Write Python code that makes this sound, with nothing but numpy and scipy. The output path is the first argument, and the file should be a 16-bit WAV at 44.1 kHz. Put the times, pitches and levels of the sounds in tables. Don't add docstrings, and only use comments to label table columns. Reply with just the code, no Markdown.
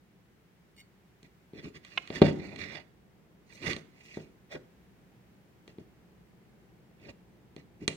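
import sys
import numpy as np
from scipy import signal
from scipy.fft import rfft, irfft
from scipy.io import wavfile

SR = 44100
rng = np.random.default_rng(int(sys.argv[2]) if len(sys.argv) > 2 else 0)


def wrap_up_sound(samples):
    columns = np.atleast_2d(samples).T
    tamed = np.clip(columns, -1, 1)
    steps = np.round(tamed * 32767).astype(np.int16)
    wavfile.write(sys.argv[1], SR, steps)


N = 351036

# pitch_hz, relative level_db (per Hz)
AIR_SPECTRUM = [(25, -24.5), (40, -19.5), (58, -4.5), (92, -11.5), (120, -4), (145, -6.5), (180, -1),
                (255, -12), (335, -10), (440, -13.5), (590, -19.5), (780, -19.5), (1150, -24.5),
                (2000, -24.5), (4000, -34), (8000, -39.5), (11000, -41.5), (15000, -37.5)]
# time_s, rumble_db, hiss_db
AIR_LOUDNESS = [(0, -64, -71.5), (1.4, -63, -70), (3.1, -61, -71.5), (4.8, -60.5, -69.5), (7.96, -59, -71)]
AIR_SPLIT_HZ = 1036
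# pitch_hz, likeness (1 = same, 0 = unrelated)
LEFT_RIGHT_LIKENESS = [(50, .75), (200, 0.73), (450, .65), (900, 0.062), (1600, 0.054), (3000, 0),
                       (15000, -0.25)]

# pitch_hz, level_db, ring_s
TOOL_MODES = [(2170, 4.5, 0.035), (2620, -12, .025), (2900, 4, .025), (3720, -5, 0.096), (4460, -2, 0.11),
              (5600, -8, .02), (6800, -11, .06), (7210, -12, .06), (8590, -9, .06), (11700, -15, .05),
              (14500, -7, .05)]
RATTLE_START_S, RATTLE_PEAK_S, RATTLE_GAP_S = .762, .799, .0075
RATTLE_DB, RATTLE_FADE_DB_PER_S, RATTLE_UNEVEN_DB = -30.5, 330, 2

# pitch_hz, relative level_db
ECHO_COLOUR = [(60, -3), (150, -4), (380, 3), (800, -3), (2500, -3), (5000, -6), (9000, 0), (15000, -13)]
# pitch_hz, fade_s
ECHO_FADE = [(60, 0.65), (170, .85), (400, 0.41), (1000, 0.45), (3000, 0.38), (9000, 0.43), (15000, .2)]

# pitch_hz, level_db, ring_s
HULL_MODES = [(66.5, -25, .3), (83, -16, 0.42), (98.4, -8, 0.3), (155.5, -0.5, 0.3), (186.8, -3.5, 0.23),
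              (216.1, 0, 0.093), (231, 1.5, 0.1), (275, -1, 0.22), (317.5, 1, 0.14), (339.8, -1.5, 0.09),
              (380, 1, 0.11), (434.8, 0, 0.077)]
# pitch_hz, level_db, ring_s
PLANK_MODES = [(444, -1.5, 0.092), (513, -4, .15), (556, -4, .14), (593, -4.5, 0.12), (656, -3, 0.16),
               (718, -9.5, 0.067), (762, -8.5, 0.11), (850, -10, .12), (912, -14.5, 0.18), (960, -15, .06),
               (1048, -15, 0.07), (1160, -14, 0.065), (1270, -16, 0.055), (1440, -12, .08),
               (1587, -8.5, .04)]
# pitch_hz, level_db, ring_s
EDGE_MODES = [(937, -11, 0.011), (1173.4, -8.5, 0.017), (1420, -6, 0.0086), (1620, -5, 0.01),
              (1975, -6, .02), (2190, -5, 0.012), (2430, -5, .016), (2768, 2, 0.0092), (2980, -1.5, 0.007),
              (3300, -1, 0.012), (3700, -4, 0.012), (3903, -3, 0.011), (4200, -6.5, .011),
              (4604, -6.5, 0.0094), (4970, -11.5, 0.0033)]
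# pitch_hz, level_db, ring_s
FIBRE_MODES = [(4030, 3, 0.0055), (4830, 1.5, 0.0021), (5800, 0.5, .003), (6840, -4.5, 0.0037),
               (7600, -7, 0.0027), (8600, -10, 0.0054)]
# start_s, strength_db, hardness_db, fibres against edge_db
PLANK_KNOCKS = [(1.23, -33.5, -7.5, -0.5), (1.534, -29, -24.5, -18), (1.7544, -34.5, -8, 0),
                (1.849, -32, 11.5, -7.5), (2.075, -32.5, 17.5, -11), (2.1024, -13.5, -10.5, -27),
                (2.2173, 6, -23.5, -20), (2.2225, 0.5, -9.5, -21), (2.2687, -11, -23.5, -13),
                (2.297, -28, -29, -4), (2.5604, -27, 8.5, -9.5), (2.5892, -23.5, -0.5, -13),
                (3.6267, -29, 7, -13), (3.732, -19.5, 17, -13.5), (3.7644, -16.5, -4, -7),
                (4.171, -22.5, -30, -1.5), (5.678, -28, -5.5, -8), (5.784, -26.5, -23, -21),
                (7.564, -23, -11.5, -7), (7.8786, -2.5, 1, -1)]
# loudest_s, rise_s, fall_s, strength_db, hardness_db, fibres against edge_db
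PLANK_SCRAPES = [(1.586, 0.022, 0.017, -49, -11.5, -17), (1.656, 0.023, 0.026, -49, -11.5, -9.5),
                 (1.767, 0.015, 0.0091, -51, 0, -13.5), (1.95, .069, 0.14, -61, 7.5, -11),
                 (2.16, 0.021, 0.022, -42.5, 3.5, -12.5), (2.264, 0.03, .034, -36, -10, -15),
                 (2.44, 0.23, 0.13, -51.5, -8, -12), (2.606, 0.018, 0.057, -44, -2.5, -15),
                 (2.755, 0.054, 0.03, -48.5, 7.5, -18.5), (3.54, 0.034, .07, -62, 5, -4.5),
                 (3.681, 0.033, 0.037, -35, 1.5, -15), (4.15, .11, 0.066, -67, 19, -6.5),
                 (4.53, .013, 0.014, -50.5, 9.5, -13), (4.551, 0.0081, 0.014, -46, -11, -12),
                 (7.058, 0.03, .02, -57.5, -4.5, -15.5), (7.101, 0.02, 0.0076, -51, -6, -10.5),
                 (7.828, 0.014, 0.016, -52.5, -18, -7.5)]
HARDNESS_EFFECT = (-.5, -.2, .5, .48)
# time_s, left over right_db
EDGE_PLACE = [(1.6, -2), (2.15, -7), (2.7, -11), (3.7, -10), (4.1, -1), (5.7, 0.5), (7.9, -4.5)]
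# time_s, level_db
HAND_FREEDOM = [(1.65, -9), (2.1, -3), (2.4, 4), (2.6, -11.5), (2.75, 3.5), (3.7, -6), (4.53, 7),
                (5.7, -7.5), (7.1, -2.5), (7.88, -9.5)]
SCRAPE_RING_DB = -6
SKID_DB, SKID_FIBRES_DB = -44.5, -12
SKID_FOLLOWS = .62
SKID_DELAY_S, SKID_RISE_S, SKID_FALL_S = .014, .0054, .022

# pitch_hz, level_db, ring_s
CORNER_MODES = [(520, -19, 0.061), (696, -22.5, 0.05), (1069, -19, 0.04), (1370, -12.5, 0.028),
                (1667, -13, 0.04), (2150, -5.5, 0.027), (2520, -0.5, 0.017), (2700, -7.5, .02),
                (2890, -6, .026), (3150, -9.5, 0.019), (3540, -10.5, 0.019), (3835, -14.5, 0.016),
                (5024, -14, .014), (5720, -9, .012), (6500, -7, .01), (8196, -4, .008)]
# start_s, level_db
CORNER_SNAPS = [(1.9748, -6), (1.9775, 0), (1.9812, -15.5)]

CUTOFF_HZ = 15900


def from_db(db):
    return 10 ** (np.asarray(db) / 20)


def rms_one(x):
    return x / np.sqrt(np.mean(x ** 2) + 1e-20)


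def energy_one(response):
    return response / np.sqrt(np.sum(response ** 2) / 2)


def at_hz(points, hz):
    pitch_hz, value = np.transpose(points)
    return np.interp(np.log(np.maximum(hz, 1)), np.log(pitch_hz), value)


def cut(x, hz, kind, order=2):
    sections = signal.butter(order, min(hz, SR / 2 - 1000), kind, fs=SR, output="sos")
    return signal.sosfilt(sections, x)


def panned(left_db):
    gains = from_db(np.array([[.5], [-.5]]) * left_db)
    return rms_one(gains)


def through(x, response):
    return signal.oaconvolve(np.atleast_2d(x), response, axes=1)[:, :N]


def clicks(times, levels_db):
    out = np.zeros(N)
    out[np.round(np.asarray(times) * SR).astype(int)] = from_db(levels_db)
    return out


def wander(per_s):
    turns = rng.standard_normal(N // 100)
    return np.interp(np.arange(N) / SR * per_s, np.arange(len(turns)), turns)


def diffuse(spectrum, size):
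    hz = np.fft.rfftfreq(size, 1 / SR)
    mid, side = rfft(rng.standard_normal((2, size)))
    alike = np.clip(at_hz(LEFT_RIGHT_LIKENESS, hz), -1, 1)
    shared = np.sqrt(1 + alike) * mid
    opposed = np.sqrt(1 - alike) * side * [[1], [-1]]
    return irfft((shared + opposed) * from_db(at_hz(spectrum, hz)), size)


def body(modes, low_hz, high_hz, spread, turn, order=4):
    longest_s = max(ring_s for hz, db, ring_s in modes)
    t = np.arange(int(SR * longest_s) + SR // 100) / SR
    out = 0
    for k, (hz, db, ring_s) in enumerate(modes):
        apart = spread * rng.standard_normal() * np.array([[.5], [-.5]])
        fade = np.exp(-np.log(1000) * t / ring_s)
        out = out + from_db(db) * fade * np.cos(2 * np.pi * hz * t - k * turn + apart)
    return energy_one(cut(cut(out, low_hz, "high"), high_hz, "low", order=order))


def shop_air():
    time_s, *levels_db = np.transpose(AIR_LOUDNESS)
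    rumble, hiss = [from_db(np.interp(np.arange(N) / SR, time_s, db)) for db in levels_db]
    low = cut(diffuse(AIR_SPECTRUM, size=N), AIR_SPLIT_HZ, "low", order=3)
    high = cut(diffuse(AIR_SPECTRUM, size=N), AIR_SPLIT_HZ, "high", order=3)
    return rumble * rms_one(low) + hiss * rms_one(high)


def tool_chink(count=8):
    jitter = rng.uniform(-0.54, .5, count)
    times = RATTLE_START_S + RATTLE_GAP_S * (np.arange(count) + jitter)
    swell_db = RATTLE_DB - RATTLE_FADE_DB_PER_S * np.abs(times - RATTLE_PEAK_S)
    touches = clicks(times, swell_db + RATTLE_UNEVEN_DB * rng.standard_normal(count))
    metal = body(TOOL_MODES, low_hz=1800, high_hz=15000, spread=2.6, turn=2.9)
    return through(touches, metal) * panned(2.3)


def workshop(x, near_db, near_t60, far_db):
    t = np.arange(SR) / SR
    noise = rfft(diffuse(ECHO_COLOUR, size=SR))
    tail = 0
    centres_hz = np.geomspace(60, 15000, 9)
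    for hz, share in zip(centres_hz, np.eye(len(centres_hz))):
        weight = at_hz(np.c_[centres_hz, share], np.fft.rfftfreq(SR, 1 / SR))
        band = irfft(noise * weight, SR)
        rate = np.log(1000) / at_hz(ECHO_FADE, hz)
        tail = tail + band * np.exp(-rate * t) * np.sqrt(2 * rate / SR)
    tail = tail * (1 - np.exp(-t / 0.03))
    near_fade = np.exp(-np.log(1000) * t / near_t60)
    scatter = cut(diffuse(ECHO_COLOUR, size=SR) * near_fade, 530, "high")
    return through(x, from_db(near_db) * energy_one(scatter) + from_db(far_db) * tail)


def plank_on_hull():
    blows = [impacts(part) for part in range(len(HARDNESS_EFFECT))]
    slips = [rms_one(friction(per_s=4500, uneven_db=3.0, catch_db=3.0, path_s=.0006)) for part in blows]
    slips[0] = cut(slips[0], 470, "low", order=1)
    quick = cut(slips[1], 1100, "high", order=1)
    slips[1] = from_db(0.5) * slips[1] + from_db(2.5) * quick
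    rubs = [slip * pressure(part) for part, slip in enumerate(slips)]
    rub_crackle = from_db(-12) * cut(rubs[-1] + 1e-18, 9000, "high")
    blow_crackle = from_db(-28) * cut(blows[-1] + 1e-18, 9000, "high")
    responses = wood_parts(damping=0.96) + wood_parts(damping=3.0)
    wood = sum(map(through, blows + rubs, responses))
    return rub_crackle + blow_crackle + cut(wood, 46, "high")


def impacts(part):
    out = np.zeros((2, N))
    for s, *contact in PLANK_KNOCKS:
        level_db = part_levels(s, *contact, 0)[part]
        out[:, [round(s * SR)]] += from_db(level_db) * placed(part, s)
    return out


def part_levels(s, db, hardness_db, fibres_db, ring_db):
    plank_db = ring_db + np.interp(s, *np.transpose(HAND_FREEDOM))
    return db + np.array(HARDNESS_EFFECT) * hardness_db + np.array([0, plank_db, 0, fibres_db])


def placed(part, s):
    return panned(np.interp(s, *np.transpose(EDGE_PLACE)) if part == 2 else 0)


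def wood_parts(damping):
    hull, plank = [np.array(modes) / [1, 1, damping] for modes in (HULL_MODES, PLANK_MODES)]
    edge = np.array(EDGE_MODES) / [1, 1, damping ** .7]
    fibres = FIBRE_MODES
    return [body(hull, low_hz=62, high_hz=583, spread=0.99, turn=.08),
            body(plank, low_hz=332, high_hz=1860, spread=1.0, turn=.6),
            body(edge, low_hz=804, high_hz=5473, spread=1.7, turn=2.52),
            body(fibres, low_hz=3400, high_hz=9016, spread=2.5, turn=2.4, order=7) * panned(4.4)]


def friction(per_s, uneven_db, catch_db, path_s):
    slips = np.zeros(N)
    at = np.flatnonzero(rng.random(N) < per_s / SR)
    sizes_db = uneven_db * np.minimum(rng.exponential(1, len(at)), 4)
    slips[at] = rng.choice([-1, 1], len(at)) * from_db(sizes_db)
    slips = slips * from_db(catch_db * wander(per_s=110))
    lag = (path_s * SR * from_db(3 * wander(per_s=9))).astype(int)
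    returned = slips[np.maximum(np.arange(N) - lag, 0)]
    return slips + 0.46 * returned


def strokes():
    skids = [(s + SKID_DELAY_S, SKID_RISE_S, SKID_FALL_S,
              SKID_DB + SKID_FOLLOWS * db, SKID_FOLLOWS * hardness, SKID_FIBRES_DB)
             for s, db, hardness, fibres in PLANK_KNOCKS]
    return [(s, rise, fall, part_levels(s, *contact, SCRAPE_RING_DB))
            for s, rise, fall, *contact in PLANK_SCRAPES + skids]


def pressure(part):
    t = np.arange(N) / SR
    power = np.zeros((2, N))
    for s, rise, fall, levels_db in strokes():
        near = slice(max(int(s * SR) - SR // 3, 0), int(s * SR) + SR // 3)
        width = np.where(t[near] < s, rise, fall)
        swell = np.exp(-.5 * ((t[near] - s) / width) ** 2)
        power[:, near] += (from_db(levels_db[part]) * swell * placed(part, s)) ** 2
    return np.sqrt(power)


def corner_snap():
    contacts = clicks(*np.transpose(CORNER_SNAPS))
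    corner = body(CORNER_MODES, low_hz=450, high_hz=3840, spread=1.0, turn=0.062, order=5)
    return through(contacts, corner) * panned(-6.0)


def scene():
    air = shop_air()
    tool_and_wood = tool_chink() + plank_on_hull()
    snap = corner_snap()
    echoes = workshop(tool_and_wood, near_db=-7.0, near_t60=0.045, far_db=-12.0)
    snap_echoes = workshop(snap, near_db=-8, near_t60=0.018, far_db=-15)
    return air + tool_and_wood + snap + echoes + snap_echoes


def record(dry):
    limited = np.clip(dry, -1, 1)
    return signal.sosfilt(signal.ellip(10, .1, 70, CUTOFF_HZ, fs=SR, output="sos"), limited)


dry = scene()
out = record(dry)
wrap_up_sound(out)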